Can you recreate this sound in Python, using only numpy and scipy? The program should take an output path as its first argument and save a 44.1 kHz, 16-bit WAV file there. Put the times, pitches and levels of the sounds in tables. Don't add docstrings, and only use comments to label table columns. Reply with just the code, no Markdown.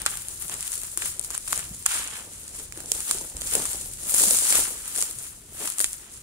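import sys
import numpy as np
from scipy import signal
from scipy.fft import rfft, irfft, next_fast_len
from scipy.io import wavfile
from scipy.ndimage import map_coordinates

SR = 44100
rng = np.random.default_rng(int(sys.argv[2]) if len(sys.argv) > 2 else 0)


def unload_audio(sound):
    columns = np.transpose(np.atleast_2d(sound))
    steps = np.round(np.clip(columns, -1, 1) * 32767)
    wavfile.write(sys.argv[1], SR, steps.astype(np.int16))


def natural_amplitude(level_db):
    exponent = np.asarray(level_db, float) / 20
    return 10 ** exponent


N = 274504


def unit(x):
    return x / np.sqrt(np.mean(x ** 2) + 1e-20)


def along(points, hz):
    f, v = np.transpose(points)
    return np.interp(np.log(hz + 1), np.log(f + 1), v)


def wobble(rate):
    knots = rng.standard_normal(int(N * rate / SR) + 4)
    return map_coordinates(knots, [np.arange(N) * rate / SR])


def filtered(x, response):
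    m = next_fast_len(N + SR // 4)
    spectrum = rfft(x, m) * response(np.fft.rfftfreq(m, 1 / SR))
    return irfft(spectrum, m)[..., :N]


def causal(points):
    grid = np.linspace(0, SR / 2, 4097)
    cepstrum = irfft(np.log(natural_amplitude(along(points, grid))))
    half = len(cepstrum) // 2
    cepstrum[1:half] *= 2
    cepstrum[half + 1:] = 0
    response = np.exp(rfft(cepstrum))
    return lambda hz: np.interp(hz, grid, response)


def diffuse(x, t60, wet_db):
    fade = natural_amplitude(-2 * 60 / (t60 * SR))
    energy = signal.lfilter([1 - fade], [1, -fade], x ** 2)
    return x + natural_amplitude(wet_db) * np.sqrt(np.abs(energy)) * rng.standard_normal(x.shape)


# frequency in [Hz], left-right likeness [0 to 1].
LIKENESS = [(60, 0.96), (270, 1), (600, 0.53), (1500, 0), (3000, 0.39)]


def drone(colour):
    def mid_side_gain(hz):
        turn = np.arccos(np.clip(along(LIKENESS, hz), -1, 1)) / 2
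        return natural_amplitude(along(colour, hz)) * [np.cos(turn), np.sin(turn)]
    mid, side = filtered(rng.standard_normal((2, N)), mid_side_gain)
    return unit(np.array([mid + side, mid - side]))


# time in [s], level in [dB].
RUMBLE = [(0.0, -47.5), (0.22, -54.5), (0.33, -50.5), (0.94, -54), (1.02, -48), (1.42, -54.5), (1.75, -47),
          (1.89, -53.5), (3.03, -50.5), (3.08, -61), (3.17, -48), (3.27, -55), (3.38, -46), (3.64, -53),
          (3.71, -49.5), (4.12, -54), (4.21, -49.5), (4.5, -56), (4.57, -47), (4.76, -55.5), (5.42, -53.5),
          (6.22, -58.5)]
# frequency in [Hz], level in [dB].
RUMBLE_COLOUR = [(15, -16), (30, -3.5), (50, -1), (75, -5), (130, -8.5), (200, -14.5), (400, -33),
                 (16000, -90)]
# frequency in [Hz], level in [dB].
HUM_COLOUR = [(60, -27), (200, -6), (400, -4), (700, -15.5), (2000, -14.5), (6000, -20), (16000, -36)]


def workshop():
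    rumble_db = np.interp(np.arange(N) / SR, *np.transpose(RUMBLE))
    rumble = natural_amplitude(rumble_db + 0.5 + 2.15 * wobble(12)) * drone(RUMBLE_COLOUR)
    return rumble + natural_amplitude(-58.5) * drone(HUM_COLOUR)


def clicks(colour, spread_db, clump_db, lag, scatter, near_db):
    size = rng.standard_normal(N) * natural_amplitude(np.minimum(spread_db * rng.exponential(size=N), 24))
    size *= natural_amplitude(clump_db * (wobble(30) + wobble(100) + 0.64 * wobble(350)))
    delay = np.rint(lag + scatter * rng.standard_normal(N)).astype(int)
    late = np.clip(np.arange(N) + delay, 0, N - 1)
    pair = np.array([np.bincount(late, size, N), size])
    pair = diffuse(pair, t60=0.017, wet_db=near_db)
    pair = diffuse(pair, t60=0.15, wet_db=-10)
    return unit(filtered(pair, causal(colour)))


# time in [s], crinkle in [dB], taut panel in [dB], box in [dB],
# fizz of the finest creases in [dB re crinkle].
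PULL = [(0.0, -32, -43, -50, -17), (0.058, -39.5, -50, -57, -13.0), (0.071, -30.5, -35, -52.0, -13.0),
        (0.11, -31, -42.5, -53, -10), (0.232, -39, -53, -58.5, -10), (0.345, -37, -54.5, -57, -8),
        (0.391, -39.5, -56.5, -61, -11), (0.426, -32.5, -48, -57, -10), (0.468, -37.0, -56.5, -58, -8),
        (0.527, -32, -46, -49, -10.5), (0.56, -35.5, -50, -52, -12.5), (0.669, -31.5, -49.5, -59, -12.0),
        (0.699, -35, -53, -56.0, -9), (0.731, -28, -46, -59, -12.5), (0.781, -34, -55, -56, -9),
        (0.97, -39, -58.5, -60, -9), (0.993, -32.0, -47, -49.5, -12), (1.063, -26, -44, -48, -10),
        (1.127, -35.5, -53.5, -59, -13.5), (1.216, -43, -57, -53, -13.0), (1.248, -32, -55, -54, -15),
        (1.283, -39.5, -57, -53.5, -12.5), (1.344, -33, -47, -52, -14.0), (1.399, -37, -55, -59, -14.0),
        (1.436, -38, -60.5, -60, -11), (1.534, -28.5, -44, -47.5, -8), (1.592, -30, -44.5, -53.5, -12.0),
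        (1.69, -39.5, -56.5, -55, -13.0), (1.855, -40, -59.5, -63, -10), (1.868, -34, -42, -65, -13.0),
        (1.9, -26, -38, -59, -15.0), (1.941, -23, -34, -49, -18), (2.109, -36.5, -47.5, -56.5, -19),
        (2.164, -32.5, -42.5, -55, -14.0), (2.29, -43, -58.5, -53.0, -13.5), (2.33, -40, -56, -65, -13),
        (2.528, -40.5, -59.5, -55.5, -14.0), (2.588, -34, -52.5, -47, -11),
        (2.699, -44.5, -64.5, -57.5, -12), (2.786, -39, -53, -47.5, -14.0), (2.86, -40, -62, -54.0, -14),
        (2.914, -31, -55, -55, -13.5), (2.924, -35, -51, -51, -11), (2.952, -26.5, -45.5, -44, -16),
        (3.053, -31, -50.0, -55, -13.5), (3.111, -25.5, -43.5, -42.5, -12.0), (3.342, -40, -61.5, -55, -11),
        (3.42, -34.5, -52, -49.5, -10), (3.472, -29, -48.5, -52, -13), (3.546, -24.5, -40.5, -44.0, -8),
        (3.571, -25.5, -45, -37, -12), (3.722, -28.5, -46.5, -47.5, -12.0),
        (3.791, -32.5, -52.5, -52.5, -11), (3.963, -38.5, -59, -58.0, -12), (4.12, -26.5, -44.5, -47, -4),
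        (4.188, -16.5, -39.5, -38.5, -10), (4.443, -20, -42, -43.5, -12),
        (4.573, -16.5, -32.5, -37.5, -12.5), (4.758, -35, -52, -55.5, -11), (4.915, -32.5, -47.5, -54, -9),
        (5.015, -24, -44.5, -48.5, -12.0), (5.143, -37.5, -56, -55, -10), (5.248, -35.5, -52.5, -61, -7),
        (5.43, -49.0, -69, -66, -10), (5.503, -46.5, -61.5, -62, -11), (5.64, -28, -42, -43.5, -8),
        (5.71, -31.0, -46.5, -53, -11), (5.762, -38.5, -55.5, -62, -12.0), (5.806, -25, -44, -47, -10),
        (5.835, -28, -48.5, -54, -9), (5.966, -40.5, -56.5, -62.5, -10.5), (6.086, -46, -59, -61, -14.5),
        (6.143, -41, -59, -63, -17.0), (6.224, -45, -64, -69, -17.0)]
# frequency in [Hz], level in [dB].
FILM_COLOUR = [(300, -32), (1000, -18), (2500, -6.5), (4000, -1.5), (6000, -2), (9000, 0.5), (12000, -0.5),
               (16000, -1)]
# frequency in [Hz], level in [dB].
FIZZ_COLOUR = [(5000, -33), (9000, -12.5), (12000, -5), (16000, 0)]
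# frequency in [Hz], level in [dB].
PANEL_COLOUR = [(300, -30.5), (800, -4), (1300, 2), (2200, -0.5), (3200, -0.5), (5000, -12), (9000, -50)]
# frequency in [Hz], level in [dB].
BOX_COLOUR = [(60, -29), (150, -6.5), (300, 0.5), (550, -1.5), (900, -6.5), (2000, -30)]


def crinkle():
    s, *levels = np.transpose(PULL)
    film_db, panel_db, box_db, fizz_db = [np.interp(np.arange(N) / SR, s, db) for db in levels]
    film = clicks(FILM_COLOUR, spread_db=3.5, clump_db=0.66, lag=6, scatter=3, near_db=-2.5)
    fizz = clicks(FIZZ_COLOUR, spread_db=5.0, clump_db=2.3, lag=6, scatter=3, near_db=-4)
    panel = clicks(PANEL_COLOUR, spread_db=3.5, clump_db=1.44, lag=5.6, scatter=3.5, near_db=-6)
    box = clicks(BOX_COLOUR, spread_db=6, clump_db=3.0, lag=4.6, scatter=3.6, near_db=-13)
    sheet = natural_amplitude(film_db - 9) * (film + natural_amplitude(fizz_db + 15) * fizz)
    return sheet + natural_amplitude(panel_db + 1.0) * panel + natural_amplitude(box_db - 1.5) * box


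def snap_echo(x):
    near = diffuse(x[:, :N], t60=0.016, wet_db=-8.5)
    return diffuse(near, t60=0.089, wet_db=-14.5)


# time in [s], peak in [dB], length in [ms], panel ring in [dB],
# panel frequency in [Hz], left over right in [dB].
SNAPS = [(0.0179, -22.0, 1.3, -37.0, 1760, 9), (0.054, -25.0, 1.9, -38.0, 1700, -1),
         (0.0623, -5.5, 1.11, -17, 1290.0, -2.5), (0.066, -25, 2.7, -23.5, 1340.0, 0.0),
         (0.1548, -25.0, 1.5, -40, 900.0, 5.0), (0.172, -19, 1.1, -39.0, 1400.0, 5),
         (0.2192, -31, 1.06, -47, 1030.0, 7), (0.2846, -24.5, 0.8, -51.0, 3120.0, 8),
         (0.4234, -25.5, 1.0, -42, 1600, 11), (0.4465, -30, 1.2, -48, 1310.0, 4.0),
         (0.4816, -26.5, 1.0, -50.0, 2670.0, 8.0), (0.4963, -22, 1.1, -35.5, 1010.0, -3.0),
         (0.539, -26, 4.5, -47, 2520.0, 5), (0.607, -22, 2.5, -44, 1210.0, 0),
         (0.627, -24.5, 1.6, -32, 3190.0, 2.0), (0.6777, -19, 0.88, -35.5, 3080, 10.5),
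         (0.7188, -21.0, 1, -45.0, 2800.0, 4), (0.7295, -24, 1.7, -44.0, 2630.0, 7),
         (0.7545, -24, 1.8, -44.0, 2890.0, 8), (0.778, -25, 0.72, -49.0, 520.0, 12),
         (0.8166, -24.5, 1, -45, 2580.0, 11), (0.8342, -24.5, 1.6, -44, 3100.0, 4.0),
         (0.9162, -31, 1.5, -53.0, 3100.0, 4), (0.9744, -11.5, 1.25, -32, 1030.0, 7),
         (1.0216, -20, 1.3, -27.5, 1850.0, -1), (1.0325, -21, 0.73, -41.0, 1380.0, -5.0),
         (1.057, -22, 2.4, -35, 1250.0, 7), (1.195, -19.5, 1.0, -41, 3460, 9.5),
         (1.2126, -32, 1.6, -57, 560.0, 11), (1.2402, -28, 1.1, -52, 3380.0, 1.0),
         (1.2468, -17.5, 0.9, -46, 3490.0, 3.0), (1.3042, -20, 1.43, -36, 1060, 7),
         (1.311, -25, 0.91, -40, 520.0, 6), (1.3457, -20, 0.92, -35, 1530.0, 4),
         (1.3493, -22, 2.3, -32, 1350, -3), (1.378, -19, 1.3, -37, 2430.0, 4),
         (1.4769, -26, 1.5, -31, 2820.0, 6), (1.481, -25.0, 2.7, -39.0, 1160.0, -2),
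         (1.508, -26, 1.5, -48.0, 3100.0, 3), (1.524, -18, 2.6, -37, 1270.0, 2),
         (1.529, -12, 1.4, -20.5, 1140, 1), (1.545, -25, 1.8, -46, 1210.0, 6),
         (1.577, -18.5, 0.91, -34, 2130.0, 8.0), (1.592, -24.5, 2.7, -36, 1640.0, 4),
         (1.7468, -28.5, 1.1, -53.0, 600.0, 4), (1.8255, -30.5, 1.1, -52.0, 2410.0, 7),
         (1.8575, -23, 2.5, -31, 1650, -7), (1.8613, -9.0, 2.5, -21, 1290, -0.5),
         (1.8662, -29, 1.4, -23.5, 1840, -1), (2.0744, -25.5, 2.2, -43, 1360.0, -5),
         (2.136, -30.5, 1.6, -45.0, 2330.0, -2), (2.479, -29.5, 2.6, -53, 3490.0, 1),
         (2.7235, -25.0, 1.4, -38, 2430.0, -8.0), (2.774, -28.0, 2.3, -42, 600.0, 0),
         (2.8037, -22.5, 1.6, -38, 600.0, -1), (2.8588, -27, 1.4, -50, 780.0, 1.0),
         (2.9178, -9, 1.74, -28.5, 540.0, -8.5), (3.0045, -19, 1.7, -42.0, 2950.0, 1),
         (3.0962, -26, 2.2, -39.0, 2860.0, -2.0), (3.111, -10.0, 2, -27, 1260, -5),
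         (3.1858, -25, 1.1, -46, 3400.0, -6), (3.3675, -24.5, 1.9, -44.0, 1610.0, -5),
         (3.4115, -23.5, 1.5, -47.0, 600.0, -3), (3.4178, -20, 1.8, -31, 620.0, -2),
         (3.4708, -26, 3.5, -47, 2650.0, 1.0), (3.537, -14.5, 2.1, -41, 620.0, 3),
         (3.5522, -7.5, 1.55, -22, 520.0, 0.5), (3.6537, -20, 3.3, -31, 1250.0, -1.0),
         (3.7315, -21.0, 1.9, -42, 580.0, 2), (4.0957, -18.0, 1.4, -36.0, 1340.0, -2),
         (4.1206, -19.5, 2.2, -36, 580.0, -1.0), (4.1406, -14, 2.4, -31, 560.0, 2),
         (4.1443, -15, 3.5, -30, 520.0, 2), (4.18, -16, 2.3, -44, 690.0, 3.0),
         (4.1968, -19, 4.6, -28, 1340.0, -2), (4.2366, -15, 1.3, -25, 730.0, 2),
         (4.284, -17, 1.8, -32.0, 690.0, -5), (4.3081, -10.5, 2.6, -27, 583, -8),
         (4.3868, -12.5, 1.8, -35, 730.0, -5), (4.504, -12.0, 2, -46, 520.0, -1),
         (4.5246, -13, 2.6, -20.5, 3010.0, -7), (4.5541, -11.0, 2.5, -24.0, 606, 6),
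         (4.7782, -29.5, 1.8, -47.0, 1960.0, 4.0), (4.8784, -26, 2.1, -46.0, 3210.0, 5),
         (4.961, -22.5, 1.9, -33, 1610.0, 7), (4.9764, -18, 1.4, -39.0, 3490.0, 1.0),
         (4.9832, -20.5, 2.6, -33.5, 580.0, -3), (4.9896, -19, 1.1, -35, 2200.0, 8),
         (5.0137, -18.5, 1.8, -36, 970.0, 10), (5.025, -10, 0.73, -32, 1180.0, -3),
         (5.1105, -25, 2.2, -47.0, 2970.0, 4), (5.1866, -29, 1.5, -48.0, 3380.0, 8),
         (5.6751, -16, 1, -34.5, 1210.0, 0), (5.7016, -20.5, 0.81, -46, 1700.0, 14),
         (5.7215, -24.0, 1.2, -45.0, 3340.0, 2), (5.784, -17.5, 1.3, -34, 3210.0, -2.0),
         (5.7934, -18, 0.9, -39, 3290.0, 12), (5.803, -14, 1.5, -23, 1870, 2),
         (5.808, -17, 1.6, -35, 520.0, -6), (5.8123, -14.5, 2.0, -43, 3380.0, 4.0),
         (5.8434, -5.5, 0.84, -22.5, 3170, -4.5), (5.9313, -20.5, 1.15, -54, 1680.0, 0)]
# frequency in [Hz], level in [dB].
CRACK_COLOUR = [(200, -18), (800, -4), (2500, 1.5), (5000, -4.5), (8000, -17), (16000, -34)]


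def snaps():
    sharp, body, ring = np.zeros((3, 2, N + SR))
    t = np.arange(SR // 50) / SR
    volley = rng.standard_normal((len(SNAPS), 3, len(t)))
    for (s, db, length_ms, body_db, hz, pan_db), (both, left, right) in zip(SNAPS, volley):
        swell_ms = max(0.65 * (length_ms - 0.6), 0.06)
        u = t * 1000 / swell_ms
        burst = (both + 0.68 * np.array([left, right])) * u * np.exp(-u ** 1.86)
        burst = burst / np.linalg.norm(burst, axis=1, keepdims=True)
        note = np.sin(2 * np.pi * hz * t) * natural_amplitude(-60 * t / 0.0079) * (1 - np.exp(-t / 0.00032))
        sharp_gain = natural_amplitude(db - 7) * np.sqrt(abs(length_ms) * SR / 1000)
        for side, lag, sign in [(0, 3, 1), (1, -3, -1)]:
            start = round(s * SR) + lag
            span = slice(start, start + len(t))
            sharp[side, span] += natural_amplitude(sign * pan_db / 2) * sharp_gain * burst[side]
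            body[side, span] += natural_amplitude(body_db + 25) * burst[side]
            ring[side, span] += natural_amplitude(body_db + 6) * note
    edge = filtered(snap_echo(sharp), causal(FILM_COLOUR))
    crack = filtered(snap_echo(body), causal(CRACK_COLOUR))
    return edge + crack + ring[:, :N]


# time in [s], peak in [dB], frequency in [Hz], decay time t60 in [s].
KNOCKS = [(.975, -33, 348, 0.034), (1.709, -28.5, 171, 0.038), (2.773, -30, 350, 0.037),
          (2.918, -33, 470, 0.034), (3.148, -33, 387, 0.046), (3.35, -32.5, 68, 0.078),
          (3.552, -24.5, 462, .03), (4.272, -28, 210, 0.065), (4.309, -25, 533, 0.036),
          (4.586, -26, 407, 0.037), (5.802, -38, 420, .03)]


def knocks():
    out, t = np.zeros(N + SR), np.arange(SR // 4) / SR
    for s, db, hz, t60 in KNOCKS:
        decay = natural_amplitude(db + 2.5 - 60 * t / t60)
        soft_start = 1 - np.exp(-t / 0.0029)
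        out[round(s * SR):][:len(t)] += decay * np.sin(2 * np.pi * hz * t) * soft_start
    return out[:N]


def scene():
    return workshop() + crinkle() + snaps() + knocks()


def band_limit(x):
    return signal.sosfilt(signal.butter(12, 16950, fs=SR, output="sos"), x)


# resonance in [Hz], width in [Hz].
PORTS = [(9350, 1340), (7410, 1150)]


def record(dry):
    def cavity(f):
        return np.array([c * c / (c * c - f * f + 1j * f * width) for c, width in PORTS])
    x = filtered(dry, cavity)
    x = x / (1 + np.abs(x / 1.02) ** 6) ** (1 / 6)
    mix = filtered(x, lambda hz: hz < 15750)
    return band_limit(mix)


dry = scene()
out = record(dry)
unload_audio(out)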